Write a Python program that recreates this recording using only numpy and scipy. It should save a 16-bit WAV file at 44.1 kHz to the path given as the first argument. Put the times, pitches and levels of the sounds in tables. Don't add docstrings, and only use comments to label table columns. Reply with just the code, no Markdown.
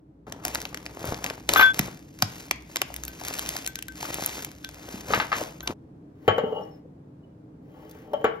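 import sys
import numpy as np
from scipy import signal
from scipy.fft import rfft, irfft
from scipy.io import wavfile
from scipy.ndimage import uniform_filter1d

SR = 44100
rng = np.random.default_rng(int(sys.argv[2]) if len(sys.argv) > 2 else 0)


def pcm_store(signal):
    levels = np.round(np.clip(np.atleast_2d(signal), -1, 1) * 32767)
    wavfile.write(sys.argv[1], SR, levels.astype(np.int16).T)


N = 370440

# t/s, level/dB, treble/dB
CREASE_SNAPS = [(0.323, -20.5, -43), (0.451, -10, -24), (0.481, -17.5, -29), (0.548, -12.5, -25.5),
                (0.555, -13, -42), (0.653, -18, -50), (0.745, -18, -44), (0.773, -23.5, -48),
                (0.863, -20, -50), (1.054, -23, -33), (1.144, -21.5, -50), (1.242, -12, -35),
                (1.263, -16, -47), (1.3, -16.5, -49), (1.491, -3, -32), (1.536, -3.5, -22.5),
                (1.792, -3.5, -24), (2.223, -1, -24.5), (2.511, -5, -31), (2.759, -10.5, -30.5),
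                (2.768, -12, -41.5), (2.817, -6, -24.5), (2.941, -21.5, -37), (2.963, -18.5, -29),
                (3.036, -19, -38), (3.051, -21.5, -28), (3.08, -20.5, -38), (3.283, -16, -33.5),
                (3.338, -18, -41), (3.387, -19, -38.5), (3.393, -13, -31), (3.461, -21, -41),
                (3.49, -12, -28), (3.566, -15.5, -36.5), (3.646, -26, -43.5), (3.663, -15, -35),
                (3.675, -13, -28.5), (3.756, -17, -32), (3.789, -22, -40), (3.825, -19.5, -36),
                (3.883, -24, -40.5), (4.143, -14, -23.5), (4.261, -7.5, -10), (4.423, -25, -40),
                (4.447, -16.5, -26), (4.646, -19, -43.5), (5.606, -24.5, -63), (5.675, -10.5, -44)]
# f/Hz, level/dB
FOIL_COLOUR = [(200, -35), (700, -16.5), (2400, -0.5), (4000, -7.5), (7000, -4.5), (12500, -12.5),
               (16000, -23.5)]
# t/s, rise/s, hold/s, crackle/dB, rubbing compared with the crackle/dB
POUCH_SQUEEZES = [(0.282, 0.026, 0.16, -67.5, 20), (0.422, 0.024, 0.14, -41.5, -0.5),
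                  (0.65, 0.029, 0.34, -55, 4.5), (0.907, 0.17, 0.021, -37.5, 4.5),
                  (1.162, 0.094, .01, -39, 3.5), (1.471, 0.029, 0.077, -32, 0.5),
                  (1.687, 0.059, 0.098, -39.5, -0.5), (2.161, 0.056, 0.21, -45.5, -5),
                  (2.662, 0.055, 0.53, -50, -3.5), (3.124, 0.14, 0.32, -38, -5),
                  (3.904, 0.12, 0.36, -37, -5.5), (4.568, 0.37, 0.045, -42.5, -2),
                  (5.015, 0.1, 0.048, -33.5, 3), (5.275, 0.095, 0.015, -33.5, 0),
                  (5.633, 0.093, 0.026, -41.5, 8)]
POUR_TIMES = (2.9, 4.8)
# t/s, level/dB, hardness/(dB per octave), rim tones compared with the level/dB
BOWL_CLINKS = [(1.5618, -21.5, -7.5, -11), (1.5744, -15, -3.5, -9.5), (1.6052, -21, -21, -7),
               (1.626, -9.5, -4.5, -35), (3.081, -43.5, -13, 0), (3.6755, -37, -7, -5),
               (3.767, -45.5, -8, -28), (3.8845, -36, -15, -28), (4.642, -40.5, 2.5, -16),
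               (5.629, -39, -10.5, -1.5)]
# f/Hz, level/dB, ring time/s (the time to fade by 60 dB)
BOWL_TONES = [(1544, 0, .5), (3426, -4, .42), (5780, -17, .12)]
# f/Hz, level/dB, ring time/s
RIM_TONES = [(13155, 0, .13), (12960, -2, .13), (11715, -3, .16), (15157, -6, .1)]
# t/s, level/dB
FOOT_BUMPS = [(1.56, -6.5), (1.595, -3.5), (1.611, -4), (5.106, -22), (5.136, -6.5), (5.2, -10.5),
              (5.318, -16), (5.328, -12)]
# f/Hz, level/dB, ring time/s
FOOT_TONES = [(468, -19.5, 0.14), (866, -2.5, 0.029), (1220, 5, 0.02), (1543, -5.5, 0.081)]
# t/s, level/dB, hardness/(dB per octave), thud f/Hz, thud half-length/s,
# crack compared with the level/dB, f/Hz of the tone of the bottle's shoulder nearest the blow
BOTTLE_KNOCKS = [(6.279, -8.5, 2.5, 475, 0.0064, 4, 3070), (6.381, -15, 1, 494, 0.0065, -0.5, 2860),
                 (8.134, -18, 0, 585, 0.0085, -10.5, 3100), (8.212, -37, 1.5, 548, 0.012, -5, 2920),
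                 (8.243, -11.5, 2, 470, 0.0073, 4, 2690)]
# f/Hz, level/dB, ring time/s
GLASS_TONES = [(435, -3.5, 0.049), (484, 8, 0.022), (597.5, -1, 0.093), (782, 7, 0.034), (861, -5, 0.094),
               (1126, -8.5, 0.1), (1337, -13.5, 0.094), (2900, -13, 0.12), (3070, -12, 0.13),
               (3186, -15, 0.12), (7040, -29.5, 0.05)]
# t/s, slide/dB, rub/dB
BOTTLE_SLIDES = [
    [(6.15, -75, -79.5), (6.27, -45, -57.5), (6.44, -27.5, -63), (6.61, -29, -60.5), (6.65, -49, -63),
     (6.8, -73, -74)],
    [(7.62, -65, -77.5), (7.78, -44, -62), (8.0, -53.5, -58), (8.1, -42, -67), (8.24, -40, -62),
     (8.4, -61, -68)],
]
# t/s, length/s, first f/Hz, last f/Hz, level/dB
SQUEAKS = [(6.512, 0.1, 2908, 2900, -42.5), (6.603, 0.06, 5300, 5630, -64.5),
           (6.693, 0.089, 5450, 5120, -65), (6.839, .03, 506, 499, -44.5),
           (7.226, 0.03, 2950, 2950, -62.5)]
# t/s, level/dB
CAP_SLIPS = [(7.895, -44), (7.912, -39)]
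# t/s, level/dB, f/Hz that the pitch falls through
SOFT_THUMPS = [(1.085, -24.5, 111), (1.797, -14, 187), (2.23, -18, 157), (2.903, -29, 630),
               (3.215, -26, 720), (3.556, -26, 720), (4.03, -22, 770), (4.053, -22, 1070),
               (4.196, -24, 614), (4.942, -24.5, 233), (5.105, -16.5, 454), (5.414, -17.5, 527),
               (5.698, -20, 302), (6.281, -16.5, 154.5)]
# f/Hz, level/dB
HUM_COLOUR = [(25, -36), (43, -21.5), (123, -10), (149, -6), (217, -14.5), (317, -6), (354, -24),
              (405, -16.5), (503, -23.5), (1300, -42.5), (2910, -56), (16000, -71)]
# f/Hz, ring time/s
ECHO_TIMES = [(200, 0.66), (1000, 0.47), (4000, 0.33), (14000, 0.017)]
# f/Hz, phase/rad
LEFT_LEAD = [(0, 0), (2300, -2.1), (3300, -1.9), (4100, .1), (7900, 2.9), (9900, 3.5), (13000, 6.3),
             (16500, 8.5)]
# f/Hz, level/dB
LEFT_GAIN = [(300, 0.5), (600, 3.5), (1500, 7), (2300, 1.5), (4000, -2), (6000, 1.5)]
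EDGES = [0, .268, 1.735, 5.74, 8.5]

BODY_DB, POUR_BODY_DB = -10, -55
REST_DB, FALL_DB_PER_S = -61, 127.5
SHOULDER_DB_PER_HZ = .025
TICK_DB = -23.5
HUM_DB, RUMBLE_DB, OPENING_DB = -48, -53.5, -6.5
NEAR_ECHO_DB = -7
TREBLE_LIMIT_HZ = 16300


def pouch_snaps():
    out, t = np.zeros(N), np.arange(1024) / SR
    for s, db, treble_db in CREASE_SNAPS:
        body_db = POUR_BODY_DB if POUR_TIMES[0] < s < POUR_TIMES[1] else BODY_DB
        crack, body = rng.standard_normal((2, len(t)))
        crack = coloured(crack, [(5000, 0.025), (12000, treble_db - db + 22)])
        spike = np.exp(-((t - .002) / 0.0005) ** 2) + 0.3 * np.exp(-abs(t - .002) / 0.003)
        crack = coloured(crack, FOIL_COLOUR) * spike
        body = band(body, 300, 1000) * np.exp(-((t - .003) / 0.006) ** 2)
        add(out, s - .001, amp(db) * (evened(crack) + amp(body_db) * evened(body)) / 8)
    return out


def pouch_crinkle():
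    crackle_gain, rub_gain = squeezes()
    clumps = amp(2.5 * evened(noise(N, 15, 90)))
    tick = rng.standard_normal(64) * np.hanning(64) ** 2
    ticks = evened(signal.oaconvolve(grains(per_s=450, spread_db=5.5), tick)[:N])
    crackle = coloured((0.8 * ticks + rng.standard_normal(N)) * clumps, FOIL_COLOUR)
    rub = band(grains(per_s=600, spread_db=7.1) + rng.standard_normal(N), 73, 910) * clumps
    return crackle_gain * evened(crackle) + rub_gain * evened(rub)


def squeezes():
    t = np.arange(0, N, 64) / SR
    start, rise, hold, top_db, rub_db = np.transpose(POUCH_SQUEEZES)[:, :, None]
    rising_db = (top_db - REST_DB) * np.maximum(1 - (t - start) / rise, 0)
    falling_db = FALL_DB_PER_S * np.maximum(t - start - rise - hold, 0)
    level_db = top_db - rising_db - falling_db
    crackle_power = amp(REST_DB) ** 2 + (amp(level_db) ** 2).sum(0)
    rub_power = (amp(level_db + rub_db) ** 2).sum(0)
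    now = np.arange(N) / SR
    in_hand = (now > EDGES[1]) * (now < EDGES[3])
    return [np.interp(now, t, np.sqrt(power)) * in_hand for power in (crackle_power, rub_power)]


def bowl():
    out, t = np.zeros(N), np.arange(SR // 2) / SR
    for (s, db, hardness, rim_db), (next_s, *_) in zip(BOWL_CLINKS, BOWL_CLINKS[1:] + [(N / SR,)]):
        free = np.clip((next_s - s - t) * 500 + 1, 0, 1)
        held = np.exp(-t * 22.5 * (s > EDGES[2]))
        clink = free * ring(BOWL_TONES, hardness, 0.0002) + amp(rim_db) * ring(RIM_TONES, 0, 0.00035)
        add(out, s, amp(db) * held * clink)
    for s, db in FOOT_BUMPS:
        rasp = noise(len(t), 800, 2600) * (1.5 * np.exp(-t / 0.0012) + 0.78 * np.exp(-t / 0.028))
        add(out, s, amp(db - 5) * (ring(FOOT_TONES, 0, 0.00033) + 1.53 * rasp))
    return out


def bottle_knocks():
    out, t = np.zeros(N), np.arange(4096) / SR
    hz, tone_db, ring_s = np.transpose(GLASS_TONES)
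    for s, db, hardness, thud_hz, thud_s, crack_db, near_hz in BOTTLE_KNOCKS:
        gap_hz = abs(hz - near_hz)
        struck_db = tone_db - SHOULDER_DB_PER_HZ * gap_hz * (gap_hz < near_hz / 5)
        glass = ring(np.column_stack([hz, struck_db, ring_s]), hardness, 0.0022)
        crack = band(noise(len(t), 69, 1800), 100, 2400) * np.exp(-t / 0.019)
        thud = np.sin(2 * np.pi * thud_hz * t) * np.exp(-((t - 1.1 * thud_s) / thud_s) ** 4)
        add(out, s, amp(db - 5.5) * glass)
        add(out, s, amp(db + crack_db) * crack + amp(db - 2.5) * thud)
    return out


def squeaks():
    out = np.zeros(N)
    for s, length, from_hz, to_hz, db in SQUEAKS:
        hz = np.linspace(from_hz, to_hz, round(length * SR))
        tone = np.sin(2 * np.pi * np.cumsum(hz) / SR) * np.hanning(len(hz))
        waver = uniform_filter1d(uniform_filter1d(rng.standard_normal(len(hz)), 400), 200)
        add(out, s, amp(db + 4.9 * evened(waver)) * tone)
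    return out


def bottle_ticks():
    out, t = np.zeros(N), np.arange(4096) / SR
    for s, db in CAP_SLIPS + [(s, db + TICK_DB) for s, db, *_ in BOTTLE_KNOCKS]:
        add(out, s, amp(db) * noise(len(t), 3000, 15000) * np.exp(-t / 0.0036))
    return out


def bottle_slides():
    out = np.zeros(N)
    slips = grains(per_s=1500, spread_db=2.9) + rng.standard_normal(N)
    slips *= amp(5.9 * evened(noise(N, 19, 67)))
    glass = evened(signal.oaconvolve(slips, ring(GLASS_TONES, -3, 0.0023))[:N])
    rub = .3 * slips + rng.standard_normal(N)
    rub = evened(coloured(rub, [(600, -10), (1900, -2), (4000, -16), (16000, -18.5)]))
    drone = evened(band(glass, 412, 547))
    groan = .5 * glass + 0.51 * drone + .2 * evened(band(slips, 170, 290))
    for rows in BOTTLE_SLIDES:
        (slide_db, rub_db), on = curve(rows)
        out += on * (amp(slide_db) * groan + amp(rub_db) * rub)
    return out


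def thumps():
    out, t = np.zeros(N), np.arange(SR // 8) / SR
    for s, db, hz in SOFT_THUMPS:
        turns = hz * (0.55 * t + 0.005 * (1 - np.exp(-t / 0.0068)))
        add(out, s, amp(db) * np.sin(2 * np.pi * turns) * np.exp(-t * hz / 1.5))
    return band(out, 45, 3000)


def kitchen_air():
    shared, side, deep = rng.standard_normal((3, N))
    apart = coloured(np.array([side, -side]), [(150, -25), (700, 1)])
    hum = amp(HUM_DB) * evened(coloured(shared + apart, HUM_COLOUR))
    hum *= np.where(np.arange(N) < EDGES[1] * SR, amp(OPENING_DB), 1)
    rumble = amp(RUMBLE_DB) * evened(band(deep, 58, 64))
    return hum + rumble * (np.arange(N) < EDGES[3] * SR)


def room_echoes():
    taps = np.zeros((2, SR // 2))
    at = np.arange(120, SR // 2 - 20, 20) + rng.integers(0, 20, (2, (SR // 2 - 121) // 20))
    np.put_along_axis(taps, at, rng.choice([-1., 1.], at.shape), 1)
    hz, t, spectrum = signal.stft(taps, SR, nperseg=256)
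    decay = amp(-60 * t / read(ECHO_TIMES, hz)[:, None])
    trails = signal.istft(spectrum * decay, SR, nperseg=256)[1]
    return trails / np.linalg.norm(trails[0])


def microphones(x):
    hz = np.fft.rfftfreq(N, 1 / SR)
    delay = np.exp(-1j * np.interp(hz, *np.transpose(LEFT_LEAD)))
    left = amp(read(LEFT_GAIN, hz) / 2)
    return irfft(rfft(x) * np.array([left, delay / left]), N)


def ring(tones, hardness, contact_s):
    t = np.arange(SR // 2) / SR
    hz, db, ring_s = np.transpose(tones)[:, :, None]
    level_db = db + hardness * np.log2(hz / hz[0]) + 3 * (rng.random(hz.shape) - .5) - 60 * t / ring_s
    return (amp(level_db) * np.sin(2 * np.pi * hz * t)).sum(0) * (1 - np.exp(-t / contact_s))


def grains(per_s, spread_db):
    size = amp(spread_db * np.minimum(rng.exponential(1, N), 4))
    return evened(size * rng.standard_normal(N) * (rng.random(N) < per_s / SR))


def noise(samples, lo_hz, hi_hz):
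    return band(rng.standard_normal(samples), lo_hz, hi_hz)


def band(x, lo_hz, hi_hz):
    return signal.sosfilt(signal.butter(2, [lo_hz, hi_hz], "band", fs=SR, output="sos"), x)


def coloured(x, points):
    hz = np.fft.rfftfreq(x.shape[-1], 1 / SR)
    return irfft(rfft(x) * amp(read(points, hz)), x.shape[-1])


def read(points, hz):
    f, value = np.transpose(points)
    return np.interp(np.log(hz + 1), np.log(f + 1), value)


def curve(rows):
    s, *columns = np.transpose(rows)
    t = np.arange(N) / SR
    return [np.interp(t, s, c) for c in columns], (t > s[0]) & (t < s[-1])


def amp(db):
    return 10 ** (np.asarray(db) / 20)


def evened(x):
    return x / np.sqrt(np.mean(x ** 2) + 1e-20)


def add(mix, s, sound):
    end = EDGES[np.searchsorted(EDGES, s)]
    part = mix[round(s * SR):round(end * SR)][:len(sound)]
    part += sound[:len(part)]


def scene():
    near = pouch_snaps() + pouch_crinkle() + bowl()
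    far = thumps() + bottle_knocks() + squeaks() + bottle_ticks() + bottle_slides()
    into_room = amp(NEAR_ECHO_DB) * near + far
    trails = room_echoes()
    out, t = np.zeros((2, N)), np.arange(N) / SR
    for start, end in zip(EDGES, EDGES[1:]):
        on = (t >= start) * (t < end)
        middle, side = signal.oaconvolve((into_room * on)[None], trails, axes=1)[:, :N]
        side = band(side, 500, 6500)
        echo = amp(-15) * band(middle, 54, 9900) + amp(-12) * np.array([side, -side])
        fade = np.clip((end - t) / 0.032, 0, 1)
        out += ((near + far) * on + echo) * fade
    return microphones(out) + kitchen_air()


def record(dry):
    low_pass = signal.firwin(511, TREBLE_LIMIT_HZ, window=("kaiser", 9), fs=SR)
    return signal.oaconvolve(np.tanh(dry), low_pass[None], "same")


dry = scene()
out = record(dry)
pcm_store(out)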